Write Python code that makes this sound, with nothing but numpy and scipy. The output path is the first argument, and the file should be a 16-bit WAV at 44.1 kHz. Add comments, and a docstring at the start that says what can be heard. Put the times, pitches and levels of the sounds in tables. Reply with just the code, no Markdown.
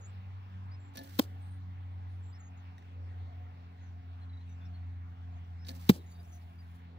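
"""An open-air archery range, heard from beside the target by two spaced capsules.
Throughout, a receding propeller plane drones as tones on its blade rate, far traffic and the capsules' own hiss run
as banded noise and small birds call in gliding tones. Near 1 s a bow on the right slaps in ringing modes and noise,
the arrow hisses in, tears the face on the left and thuds into the bale, whose modes and fibres answer. Near 2.8 s
comes a small far knock, near 5.7 s a second shot, after which the torn fibres rub on."""
import sys
import numpy as np
from scipy import signal
from scipy.fft import rfft, irfft
from scipy.io import wavfile
from scipy.ndimage import uniform_filter1d

SR = 44100
rng = np.random.default_rng(int(sys.argv[2]) if len(sys.argv) > 2 else 0)


def unload_wav(signal):
    """Save mono or channel-first audio to the path in sys.argv[1] as 16-bit WAV at rate SR, clipped to [-1, 1]."""
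    wavfile.write(
        sys.argv[1],
        SR,
        np.round(np.clip(np.atleast_2d(signal).T, -1, 1) * 32767).astype(np.int16),
    )


N = 307818

RIGHT_LAG, LEFT_LAG = 22, -12   # samples by which the left capsule hears each side later
# Housing shade for sound from the left. Each row: frequency in Hz, left minus right in dB.
SHADE_LEFT = [(700, 3), (2500, 0.5), (4000, -1), (6000, 2), (8500, 1), (12000, 3.5), (15500, 7.5)]
# Spectrum of rustling fibres, also of the knock's rasp. Each row: frequency in Hz, relative dB per Hz.
RUSTLE_COLOUR = [(500, 6.5), (1500, -10.5), (5000, -1), (7000, -8.5), (9000, -7), (16000, -16)]


def from_db(db):
    """Gain of a level."""
    return 10 ** (np.asarray(db) / 20)


def rms_one(x):
    """Scaled to unit rms."""
    return x / np.sqrt(np.mean(x ** 2) + 1e-20)


def in_time(rows):
    """Columns of a curve at every sample."""
    s, *columns = np.transpose(rows)
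    return [np.interp(np.arange(N) / SR, s, c) for c in columns]


def level(rows):
    """Gain of a curve's last column, silent outside its span."""
    columns = np.transpose(rows)
    return from_db(np.interp(np.arange(N) / SR, columns[0], columns[-1], left=-200, right=-200))


def at_hz(points, hz):
    """Read a table on a log-frequency axis."""
    table_hz, value = np.array(points).T
    return np.interp(np.log(hz), np.log(table_hz), value)


def drift(rate_hz):
    """Random curve of rms 1: noise at SR / 40 through a double pole at rate_hz."""
    step = 40
    r = np.exp(-2 * np.pi * rate_hz * step / SR)
    white = rng.standard_normal(N // step + 2002)
    slow = rms_one(signal.lfilter([1], [1, -2 * r, r * r], white)[2000:])   # settled part
    return np.interp(np.arange(N) / step, np.arange(len(slow)), slow)


def decay(t60_s):
    """Factor per sample of a 60 dB fall in t60_s."""
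    return from_db(-60 / (t60_s * SR))


def ring(push, hz, t60_s):
    """Damped mode: a unit click sets a cosine of height 1 ringing."""
    r, c = decay(t60_s), np.cos(2 * np.pi * hz / SR)
    return signal.lfilter([1, -r * c], [1, -2 * r * c, r * r], push + 1e-18)


def noise_hz():
    """Frequencies of the N-sample spectrum, kept above zero for the log axis."""
    return np.maximum(np.fft.rfftfreq(N, 1 / SR), 1)


def colour(x, spectrum):
    """Give white noise of rms 1 a spectrum, rms kept."""
    gain = from_db(at_hz(spectrum, noise_hz()))
    return irfft(rfft(x) * rms_one(gain), N)


def placed(x, lag, pan_db=0):
    """Two spaced capsules hear one source at different moments; pan_db is left minus right."""
    pair = np.array([np.roll(x, max(lag, 0)), np.roll(x, max(-lag, 0))])
    return pair * from_db([[pan_db / 2], [-pan_db / 2]])


def hiss(spectrum, lag, diffuse):
    """Coloured noise from one side, a share of its power independent per capsule, with the housing's shade."""
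    # Housing shade for sound from the right. Each row: frequency in Hz, left minus right in dB.
    shade_right = [(700, 1.5), (1500, -1), (4000, -4.5), (8000, -6), (12000, -6.5), (15500, -10.5)]
    direct, *apart = rng.standard_normal((3, N))
    share = np.clip(diffuse, 0, 1)
    shade_db = at_hz(shade_right if lag > 0 else SHADE_LEFT, noise_hz())
    mixed = np.sqrt(1 - share) * placed(direct, lag) + np.sqrt(share) * np.array(apart)
    return irfft(rfft(colour(mixed, spectrum)) * from_db([shade_db / 2, -shade_db / 2]), N)


def bursts(events, t60_s):
    """Envelope of sudden starts that die exponentially."""
    starts = np.zeros(N)
    for s, db, *_ in events:
        starts[round(s * SR)] = from_db(db)
    return signal.lfilter([1], [1, -decay(t60_s)], starts + 1e-18)


def onrush(start, full, stop, db, t60_s):
    """Envelope that climbs ever faster, holds and dies."""
    t = np.arange(N) / SR
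    rise = np.clip((t - start) / (full - start), 1e-9, 1)
    fall_db = 60.0 * np.clip(t - stop, 0, 1) / t60_s
    return (t > start) * from_db(db - 38 * (1 - rise ** 3.8) - fall_db)


def soft_push(ms):
    """A rounded push of unit area, centred 5 ms into half a second."""
    t = (np.arange(SR // 2) / SR - .005) * 1000 / ms
    push = (np.abs(t) < .5) * np.cos(np.pi * t) ** 2
    return push / push.sum()


def bow():
    """String slaps make clicks with rasps and strike low limb, riser and high modes; one echo follows."""
    # Slaps on the limbs. Each row: start in seconds, click onset level in dB, then limb, riser ring, rasp
    # and high ring, each in relative dB.
    slaps = [(0.9546, -53.5, -48.5, -61, -56, -53), (0.972, -39, -57, -52, -49, -55),
             (0.9766, -47, -50, -57, -51, -47.5), (0.9904, -45.5, -46.5, -55, -61, -60),
             (0.996, -58.5, -56, -62, -62, -64), (1.013, -64.5, -56, -56, -59, -66),
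             (5.648, -69, -62, -70, -57, -63), (5.6673, -58, -59.5, -66, -52, -55),
             (5.6854, -43, -49, -68, -45, -45), (5.691, -50, -53, -71, -58, -47),
             (5.704, -52.5, -57.5, -57, -61, -62), (5.714, -58.5, -53.5, -64, -70, -66)]
    # Bow modes. Each row: frequency in Hz, relative level in dB, t60 in seconds.
    modes = [(264, -3.5, 0.11), (540, -15, 0.096), (686, -10, 0.046), (860, -11, .05), (1736, -3, 0.091),
             (1820, -12, .04), (2770, -13.5, 0.03), (3810, -5, .035), (4280, -2, 0.024), (4560, -3, 0.025),
             (5800, -7.5, .03)]
    # Click spectrum. Each row: frequency in Hz, relative dB per Hz.
    snap_colour = [(1500, -20), (4000, 4.5), (8000, 1), (12000, 3), (16000, -10)]
    # Rasp spectrum. Each row: frequency in Hz, relative dB per Hz.
    rasp_colour = [(2000, -12), (3200, -1), (3900, 0), (4600, 1), (6000, -6), (7500, -20), (12000, -40)]
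    rasp_rise_s, rasp_t60_s = 0.004, 0.02
    shudder_db, shudder_t60_s = -33.5, 0.18   # the limbs shudder on, against the snap
    echo_s, echo_snap_db, echo_body_db = .065, -7, -10
    echo_low_cut_hz, echo_high_cut_hz = 9500, 900   # snaps return thinner, limbs duller

    shudder = from_db(shudder_db) * bursts(slaps, shudder_t60_s)
    at = [round(row[0] * SR) for row in slaps]
    body = np.zeros(N)
    for hz, db, t60_s in modes:
        column = 2 if hz < 1200 else 3 if hz < 2200 else 5
        spread_db = rng.normal(0, 1.5 if hz < 2200 else 4, len(at))
        clicks = np.zeros(N)
        clicks[at] = from_db(np.array(slaps)[:, column] + db + spread_db)
        if hz < 1200:
            clicks += from_db(db) * shudder * rng.standard_normal(N)
        contact = signal.windows.hann(round(SR / hz) + 3)   # a soft touch, about one period long
        push = signal.fftconvolve(clicks, 4 * contact / contact.sum())[:N]
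        body += ring(push, hz, t60_s)

    snaps = bursts(slaps, 0.0058) * hiss(snap_colour, RIGHT_LAG, diffuse=0.37)
    rise = np.exp(-1 / (rasp_rise_s * SR))
    rasp = bursts([(row[0], row[4]) for row in slaps], rasp_t60_s)
    scrape = signal.lfilter([1 - rise], [1, -rise], rasp)
    snaps += 2 * scrape * from_db(1.23 * drift(180)) * hiss(rasp_colour, RIGHT_LAG, diffuse=0.74)

    thin = signal.lfilter(*signal.butter(1, echo_low_cut_hz, "high", fs=SR), snaps)
    dull = signal.lfilter(*signal.butter(2, echo_high_cut_hz, fs=SR), body)
    echo = from_db(echo_body_db) * placed(dull, RIGHT_LAG) + from_db(echo_snap_db) * thin
    return placed(body, RIGHT_LAG, pan_db=1.5) + snaps + np.roll(echo, round(echo_s * SR), axis=1)


def flight():
    """Air tears past the feathers: hiss swells to a peak at the loose, fades, grows again as the arrow nears."""
    # Each row: loudest moment of the hiss at the loose in seconds, arrival in seconds, hiss at the loose
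    # and on arrival in relative dB.
    flights = [(0.962, 1.192, -58, -59.5), (5.684, 5.884, -55.5, -61.5)]
    # Hiss spectrum. Each row: frequency in Hz, relative dB per Hz.
    air_colour = [(400, -2.5), (2000, 0), (4500, 2), (8000, -4.5), (12000, -8), (16000, -8)]
    draw_s, far_db = .026, -66.5   # lead before the peak, floor after it
    swell_db_per_s, fade_db_per_s, near_db_per_s = 700, 352, 76
    ticks_per_s, tick_db, tick_t60_s = 34, 1.5, .015   # the feathers flick now and then

    t, envelope = np.arange(N) / SR, np.zeros(N)
    for peak, arrival, loose_db, near_db in flights:
        slope = np.where(t < peak, swell_db_per_s, fade_db_per_s)
        loose = loose_db - slope * np.abs(t - peak)
        near = near_db - near_db_per_s * np.abs(arrival - t)
        floor = np.where(t > peak, far_db, -200)
        audible = (t > peak - draw_s) * (t < arrival)
        envelope += audible * from_db(np.maximum(np.maximum(loose, near), floor))
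    ticks = (rng.random(N) < ticks_per_s / SR) * from_db(tick_db) * rng.random(N)
    flicks = signal.lfilter([1], [1, -decay(tick_t60_s)], ticks)
    flutter = from_db(2.48 * drift(83)) + flicks
    return envelope * flutter * hiss(air_colour, RIGHT_LAG, diffuse=.45)


def tear():
    """Fibres break ever faster under the point until it stops; feathers and shaft hiss through them."""
    # Point tearing the face. Each row: start, full and stop in seconds, level in dB, t60 in seconds,
    # relative level of the dull part in dB.
    tears = [(1.183, 1.1900, 1.1958, -32.5, 0.025, -4), (5.882, 5.893, 5.896, -26, 0.034, 1)]
    # Feathers and shaft in the loose fibres. Each row: start, full and stop in seconds, level in dB,
    # t60 in seconds.
    sizzles = [(1.186, 1.1892, 1.1945, -34, 0.014), (5.885, 5.892, 5.899, -36, .03)]
    # Bright, dull and sizzle spectra. Each row: frequency in Hz, relative dB per Hz.
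    bright_colour = [(1500, -2.5), (2400, -5), (3600, 0), (4400, -1.5), (5300, -3.5), (7000, -8),
                     (8500, -13.5), (12000, -12.5), (16000, -20.5)]
    dull_colour = [(300, -16), (600, -4.5), (1000, 4), (1400, 0), (2400, 0), (3500, -18)]
    sizzle_colour = [(6000, -30), (9500, -13), (12000, -6.5), (14000, -1), (16000, -0.5)]

    bright = sum(onrush(*row[:5]) for row in tears)
    dull = sum(onrush(*row[:5]) * from_db(row[5] - 5.5) for row in tears)
    top = sum(onrush(*row) for row in sizzles)
    noise = bright * hiss(bright_colour, LEFT_LAG, diffuse=0.73)
    noise += dull * hiss(dull_colour, LEFT_LAG, diffuse=0.23)
    noise += top * hiss(sizzle_colour, LEFT_LAG, diffuse=0.57)
    return from_db(2.1 * drift(300)) * noise


def cracks():
    """Single strands of the face snap with a short ring; the touch lasts under one period."""
    # Each row: time in seconds, relative level in dB, pitch in Hz, t60 in seconds.
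    strands = [(1.187, -38.5, 15000, .006), (1.1903, -20, 3920, .008), (1.191, -31, 1760, .015),
               (1.1922, -23, 4200, .007), (1.1924, -28, 14300, .003), (1.1948, -19.5, 3330, .01),
               (1.1948, -29, 1900, .012), (1.1986, -31, 3900, .007), (5.8924, -23, 3840, .006),
               (5.8934, -13, 3700, .006), (5.8934, -22, 2400, .012), (5.8954, -20, 1680, .012),
               (5.898, -23, 4250, .008)]
    out = np.zeros((2, N))
    for s, db, hz, t60_s in strands:
        snap = np.zeros(N)
        touch = soft_push(750 / hz)   # 3/4 period
        snap[round((s - .005) * SR):][:SR // 2] = from_db(db) * ring(touch, hz, t60_s)
        out += placed(snap, LEFT_LAG, at_hz(SHADE_LEFT, hz))
    return out


def thud():
    """A soft push rings the bale's modes, another the shaft's; the small face radiates no deep bass."""
    # Jolts that brake the shaft. Each row: time in seconds, direction as a sign, relative level in dB, pitch
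    # in Hz, t60 in seconds, overtone tilt in dB per octave, contact in ms, relative shaft level in dB,
    # shaft t60 in seconds.
    jolts = [(1.1909, -1, -30, 298, 0.016, -14, 1.4, -51.5, .014),
             (1.1927, 1, -21.5, 222, 0.022, 0, 1.6, -23, .012),
             (1.1965, 1, -17.5, 255, 0.024, 5, 1.4, -18, .014),
             (1.2003, 1, -32, 310, .025, 6, 1.4, -24, .016),
             (1.2067, 1, -34, 289.7, .025, -4, 1.8, -43, .025),
             (5.8945, -1, -21.5, 283, 0.017, -5, 2.1, -21.5, .01),
             (5.8964, 1, -6.5, 206, 0.026, 0.5, 2.5, -13, .011),
             (5.901, 1, -14, 201, 0.016, 3, 1.87, -23, .02),
             (5.9084, -1, -25, 173, 0.072, -0.5, 2.5, -41, .03)]
    # Bale modes, on a pitch of its own each time. Each row: pitch ratio, relative level in dB, t60 ratio.
    bale_modes = [(.66, -19, 2.4), (1, 7, 0.79), (1.7, -15, 1.8), (2.05, -8.5, 0.67)]
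    # Shaft modes, fixed. Each row: frequency in Hz, relative level in dB, t60 ratio.
    shaft_modes = [(815, -6, 1.1), (1040, -3.5, .95), (1298, -8, 0.6)]
    shaft_contact_ms, shaft_lag, shaft_pan_db = .95, -14, 1.5

    bale, shaft = np.zeros((2, N))
    for s, direction, db, hz, t60_s, tilt_db, ms, shaft_db, shaft_t60_s in jolts:
        start = round((s - .005) * SR)
        at = slice(start, start + SR // 2)
        sign = np.sign(direction)
        for ratio, mode_db, life in bale_modes:
            gain = from_db(db + mode_db + tilt_db * np.log2(max(ratio, 1)))
            bale[at] += sign * gain * ring(soft_push(ms), hz * ratio, t60_s * life)
        for mode_hz, mode_db, life in shaft_modes:
            gain = from_db(shaft_db + mode_db)
            shaft[at] += sign * gain * ring(soft_push(shaft_contact_ms), mode_hz, shaft_t60_s * life)
    both = placed(bale, LEFT_LAG - 2, pan_db=0.5) + placed(shaft, shaft_lag, shaft_pan_db)
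    return signal.lfilter(*signal.butter(3, 80, "high", fs=SR), both)


def frame():
    """The wooden frame rumbles on: dull noise that dies away after each hit."""
    # Each row: start in seconds, level in dB, t60 in seconds.
    rumbles = [(1.2, -50.5, 0.1), (1.25, -57, 0.5), (5.907, -42.5, .12), (5.955, -51.5, 0.34)]
    # Rumble spectrum. Each row: frequency in Hz, relative dB per Hz.
    rumble_colour = [(120, -14.5), (250, 4.5), (450, 1), (800, -12), (1500, -34.5)]
    envelope = sum(bursts([row], row[2]) for row in rumbles)
    return envelope * hiss(rumble_colour, LEFT_LAG, diffuse=0.24)


def rustle():
    """The torn face settles round the shaft with a few lone crackles; fibres rub as the shafts sag."""
    # Each row: start in seconds, relative level in dB, hold in seconds, relative lingering level in dB,
    # lingering in seconds.
    settlings = [(1.198, -50, 0.041, -78.5, 0.29), (5.908, -50.5, 0.065, -78, .14)]
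    # Lone crackles. Each row: time in seconds, relative level in dB.
    crackles = [(6.122, -59), (6.1594, -65), (6.2316, -55), (6.3024, -66), (6.3744, -62), (6.619, -65)]
    # Rubbing. Each row: time in seconds, level in dB.
    sag = [(6.0, -80), (6.05, -78.5), (6.2, -76.5), (6.24, -75), (6.28, -77), (6.33, -73), (6.43, -77),
           (6.45, -81.5), (6.67, -83), (6.76, -77), (6.85, -100)]
    # Rubbing spectrum. Each row: frequency in Hz, relative dB per Hz.
    sag_colour = [(3000, -6.5), (7000, -7.5), (8800, -13), (10500, -3.5), (13000, -15), (15500, -11)]
    hold_db_per_s, release_db_per_s = 118, 540   # fall from the start; added after the hold

    t, settle = np.arange(N) / SR, np.zeros(N)
    for s, db, hold_s, linger_db, linger_s in settlings:
        fall = db - hold_db_per_s * np.abs(t - s)
        fall -= release_db_per_s * np.maximum(t - s - hold_s, 0)
        settle += (t > s) * (t < s + linger_s) * from_db(np.maximum(fall, linger_db))
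    envelope = settle * from_db(1.0 + 2.1 * drift(52.3)) + from_db(-7.0) * bursts(crackles, 0.014)
    rub = level(sag) * from_db(2.1 * drift(40)) * hiss(sag_colour, LEFT_LAG, diffuse=0.67)
    return envelope * hiss(RUSTLE_COLOUR, LEFT_LAG, diffuse=0.38) + rub


def plane():
    """Blade-rate tone and its multiples; the air makes the weak ones flutter."""
    # Blade rate of the receding plane. Each row: time in seconds, frequency in Hz.
    blade_hz = [(0.0, 94.7), (0.7, 93.8), (2.79, 89.2), (4.19, 87.3), (4.89, 87.9), (5.58, 86.3),
                (6.28, 85.7), (6.98, 86.0)]
    # Blade-rate tone, swelling with the air. Each row: time in seconds, level in dB.
    blade_level = [(0.0, -48.5), (0.11, -45), (0.47, -44.5), (0.49, -45.5), (0.7, -42.5), (1.01, -52.5),
                   (1.16, -45), (1.2, -51), (1.28, -43), (2.21, -41.5), (2.45, -48.5), (2.7, -45),
                   (2.8, -54.5), (2.99, -42.5), (3.24, -40.5), (3.32, -45), (3.4, -43.5), (3.73, -51.5),
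                   (3.83, -46.5), (4.24, -43.5), (4.61, -44.5), (4.82, -41), (5.05, -42.5), (5.17, -46.5),
                   (5.25, -43), (5.87, -45.5), (5.89, -50.5), (6.03, -47.5), (6.67, -48), (6.98, -50.5)]
    # The tone dips briefly. Each row: time in seconds, change in dB.
    dips = [(.495, -5), (.85, -5.5), (1.05, -7), (1.77, -2), (2.56, -3), (2.62, -5), (3.305, -6),
            (3.51, -4), (3.55, -5), (4.02, -9), (5.155, -7), (5.45, -6.5), (6.13, -5), (6.25, -5),
            (6.31, -4), (6.53, -6), (6.78, -6), (6.9, -6)]
    # Overtones. Each row: time in seconds, 2nd multiple in dB, 3rd multiple in dB.
    overtones = [(0, -66.5, -89), (1, -63.5, -63.5), (2, -67, -69), (3, -67, -66.5), (4, -66, -66),
                 (5, -61.5, -63.5), (6, -60.5, -72), (6.98, -64, -65.5)]
    # Further orders. Each row: multiple of the blade rate, level in dB.
    orders = [(1.5, -81), (2.5, -72), (4, -80), (5, -83)]
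    # Rough bands. Each row: time in seconds, band round the 5th-6th multiple in dB, round the 8th in dB.
    growl = [(0.0, -68.5, -80), (0.4, -85.5, -78), (0.95, -78, -88), (1.7, -85.5, -73), (2.23, -74, -81.5),
             (2.64, -83, -73.5), (2.99, -66, -78.5), (3.2, -69.5, -66), (3.34, -70.5, -65),
             (3.65, -76, -75), (3.85, -79.5, -70), (4.15, -80.5, -72.5), (4.41, -80, -77.5),
             (4.8, -83.5, -64), (4.98, -83.5, -79), (5.33, -81, -64.5), (5.8, -79, -87),
             (6.35, -77.5, -65.5), (6.7, -84, -81), (6.98, -68.5, -70)]
    dip_fall_s, dip_back_s = 0.0079, 0.033

    t = np.arange(N) / SR
    second_db, third_db = in_time(overtones)
    low_db, high_db = in_time(growl)
    phase = 2 * np.pi * np.cumsum(in_time(blade_hz)[0]) / SR + 0.24 * drift(2.5)
    dip_db = sum(np.interp(t, [s - dip_fall_s, s, s + dip_back_s], [0, db, 0]) for s, db in dips)
    out = level(blade_level) * from_db(dip_db + 0.94 * drift(26)) * np.sin(phase)
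    out += from_db(second_db + 3.0 * drift(3.5)) * np.sin(2 * phase + 0.29 * drift(4.1))
    out += from_db(third_db + 1.5 * drift(8)) * np.sin(3 * phase + .3 * drift(10))
    for k, db in orders:
        out += from_db(db + drift(1.3)) * np.sin(k * phase + 0.45 * k * drift(14))
    for k, db, width_hz in ((5.4, low_db, 160), (8.2, high_db, 29)):
        # random sidebands turn a line into a band
        band = drift(width_hz) * np.sin(k * phase) + drift(width_hz) * np.cos(k * phase)
        out += from_db(db) * band / np.sqrt(2)
    return placed(np.sqrt(2) * out, RIGHT_LAG - 4, pan_db=0.14)   # sqrt(2): sine levels are rms


def birds():
    """Near-sine notes from far trees glide to a turning pitch and on; buzzy ones are chopped by a throb."""
    # Each row: start in seconds, length in seconds, first, turning and last pitch in Hz, turn as share of
    # length, relative level in dB, buzz from 0 to 1.
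    notes = [(0.0, 0.092, 7500, 6400, 7500, 0.3, -67, 0), (0.066, 0.046, 7600, 7620, 7400, 0.33, -68, 0),
             (0.62, 0.062, 7600, 7600, 7850, 0.42, -90, 0),
             (0.704, 0.069, 4500, 5200, 5110, 0.49, -69.5, 0.1), (0.79, 0.12, 7460, 7200, 7260, .2, -74, 0),
             (1.406, 0.19, 8340, 8430, 8970, 0.31, -78, 0.2),
             (2.082, .19, 8950, 8960, 8860, .45, -89.5, .7), (2.22, 0.11, 7480, 7230, 7440, 0.24, -72.5, 0),
             (2.318, 0.069, 4450, 5330, 5320, 0.4, -69, 0.06),
             (2.375, 0.033, 7550, 7500, 7500, .45, -77.5, 0),
             (2.385, 0.12, 7650, 6620, 6620, 0.25, -71.5, 0),
             (2.56, 0.072, 7080, 6670, 5890, 0.32, -80, 0.7), (3.032, 0.13, 9150, 8200, 7050, .5, -95.5, 0),
             (3.713, .11, 8550, 8000, 6500, .4, -99, 0.06), (3.802, 0.11, 6100, 6680, 5360, 0.28, -82.5, 0),
             (4.224, 0.036, 3400, 3400, 3330, 0.41, -78, 0.17),
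             (4.39, 0.053, 3950, 4050, 4150, .45, -80, .4), (4.464, 0.08, 3900, 3750, 3600, .45, -83, .6),
             (4.205, 0.054, 4120, 4150, 4200, .45, -77.5, 0.3),
             (4.29, 0.028, 3970, 3900, 3900, .45, -63, 0.1),
             (4.322, 0.047, 3880, 3960, 3930, .45, -70.5, 0.1),
             (4.364, 0.033, 3950, 3910, 3970, 0.5, -65, 0.04),
             (4.445, 0.16, 8650, 7800, 7150, 0.31, -88.5, 0),
             (4.484, 0.071, 6000, 5990, 6030, 0.32, -73.5, 0),
             (4.6, 0.082, 3500, 3470, 3530, 0.34, -78, .4), (4.642, 0.05, 5560, 5470, 5400, 0.46, -75, 0),
             (4.727, 0.055, 4270, 4330, 4300, 0.56, -74, 0), (4.79, 0.05, 4330, 4330, 4200, 0.41, -83, 0.1),
             (5.308, 0.092, 6950, 6800, 5700, 0.55, -86, 0.01),
             (5.435, .035, 5600, 5610, 5700, .45, -80, 0), (5.577, 0.11, 4840, 5300, 5260, 0.3, -76, 0),
             (5.828, 0.072, 4600, 4400, 4420, 0.37, -72, 0.08),
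             (5.97, 0.077, 4200, 3850, 3750, 0.4, -75, 0.6), (6.235, .05, 7900, 7700, 7650, .45, -85, .5),
             (6.23, 0.047, 6100, 6100, 6000, .45, -83, .8), (6.05, 0.11, 6740, 6780, 6620, .25, -79, 1),
             (6.04, 0.2, 3920, 3800, 3720, 0.4, -82, 0.6), (6.106, 0.084, 4500, 4650, 4500, .4, -73, 0.1),
             (6.188, 0.039, 4780, 4800, 5000, .4, -76, 0.1), (6.23, .045, 5500, 5450, 5300, 0.51, -81, .4),
             (6.271, 0.067, 7000, 6900, 6850, 0.44, -80, 1), (6.305, 0.092, 6330, 6190, 6180, .3, -73, 1),
             (6.399, 0.048, 4350, 4530, 4450, 0.38, -79, 0.1),
             (6.402, 0.045, 5400, 5250, 5200, .45, -84, .3), (6.578, .06, 4790, 4814, 4900, 1, -74.5, 0.1)]
    attack_s, release_s, buzz_hz = 0.013, 0.024, 150
    blur_t60_s, blur_db = 0.061, -4.5   # foliage smears each note

    song, waver_hz = np.zeros(N), 35 * drift(88)
    flicker = np.sqrt(2) * from_db(2.3 * drift(33))
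    for s, length, first_hz, turn_hz, last_hz, turn, db, buzz in notes:
        t = np.arange(round(length * SR)) / SR
        at = slice(round(s * SR), round(s * SR) + len(t))
        glide = np.interp(t / length, [0, np.clip(turn, .05, .95), 1], [first_hz, turn_hz, last_hz])
        hz = uniform_filter1d(glide, size=400, mode="nearest") + waver_hz[at]
        envelope = np.clip(np.minimum(t / attack_s, (length - t) / release_s), 0, 1) ** 2
        throb = 1 + np.clip(buzz, 0, 1) * np.sign(np.sin(2 * np.pi * buzz_hz * t))
        song[at] += from_db(db) * envelope * throb * np.sin(2 * np.pi * np.cumsum(hz) / SR)
    n = SR // 10
    smear = rng.standard_normal(n) * from_db(-60 * np.arange(n) / SR / blur_t60_s)
    song += from_db(blur_db) * signal.fftconvolve(song, smear / np.linalg.norm(smear))[:N]
    # leaves scatter the notes unevenly to each side
    return placed(flicker * song, 2) * from_db([1.5 * drift(3), 1.5 * drift(3)])


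def knock():
    """A far tap on something small and hard that rattles on a little and comes back once."""
    # One event: time in seconds, modes (frequency in Hz, relative level in dB, t60 in seconds), rasp in dB.
    s, modes, rasp_db = (2.781, [(1920, -58, 0.022), (3760, -60.5, 0.014), (5700, -63, 0.007)], -68)
    tail_db, echo_s, echo_db = -23, 0.043, -8

    tap = from_db(tail_db) * bursts([(s, 0)], 0.08) * rng.standard_normal(N)
    tap[round(s * SR):][:7] += np.hanning(7) / 2   # a soft touch
    body = sum(from_db(db) * ring(tap, hz, t60_s) for hz, db, t60_s in modes)
    rasp = bursts([(s, rasp_db)], 0.015) * hiss(RUSTLE_COLOUR, RIGHT_LAG, diffuse=.5)
    near = placed(body, RIGHT_LAG) + rasp
    return near + from_db(echo_db) * np.roll(near, round(echo_s * SR), axis=1)


def rush(patchy_db):
    """Far traffic, with the capsules' own hiss on top: flickering third-octave noise bands, partly diffuse."""
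    # Spectrum. Each row: frequency in Hz, relative level in dB.
    band_level = [(25, -8.5), (42, -18), (55, -8.5), (70, 8), (115, 5), (190, -4.5), (280, -10.5),
                  (350, -11.5), (520, -16), (800, -4.5), (1300, -10), (2000, -12.5), (3500, -20),
                  (6500, -35), (9000, -45.5), (13000, -46), (16000, -43.5)]
    # Overall level. Each row: time in seconds, level in dB.
    rush_level = [(0.0, -59), (6.98, -61)]
    # Each row: frequency in Hz, share of power that differs between the capsules.
    diffuse = [(60, 0.23), (300, 0.34), (1000, 0.47), (3000, 0.6), (8000, 1)]

    out, together = 0, drift(1.5)
    edges_hz = 22 * 2 ** (np.arange(30) / 3)
    white = rng.standard_normal((2, 3, N))   # neighbouring bands take different noise
    for k, (low, high) in enumerate(zip(edges_hz, edges_hz[1:])):
        band = signal.butter(3, [low, high], "band", fs=SR, output="sos")
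        direct, *apart = signal.sosfilt(band, white[k % 2])
        hz = np.sqrt(low * high)
        share = np.clip(at_hz(diffuse, hz), 0, 1)
        gain = from_db(at_hz(band_level, hz) + patchy_db * (0.21 * together + drift(5.9)))
        mixed = np.sqrt(1 - share) * placed(direct, RIGHT_LAG) + np.sqrt(share) * np.array(apart)
        out = out + gain * mixed
    return rms_one(out) * level(rush_level)


def scene():
    """Everything the two capsules hear, with their own hiss."""
    shots = bow() + flight() + tear() + cracks() + thud() + frame() + rustle()
    return shots + plane() + birds() + knock() + rush(patchy_db=2.0)


def record(dry):
    """The capsule port resonates near the top; above it the band is cut."""
    cutoff_hz = 15900
    port = signal.lfilter(*signal.iirpeak(15200, 12.0, fs=SR), dry)
    low_pass = signal.cheby2(14, 60, cutoff_hz + 400, fs=SR, output="sos")   # stop band edge
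    return signal.sosfilt(low_pass, dry + 2.2 * port)


dry = scene()
out = record(dry)
unload_wav(out)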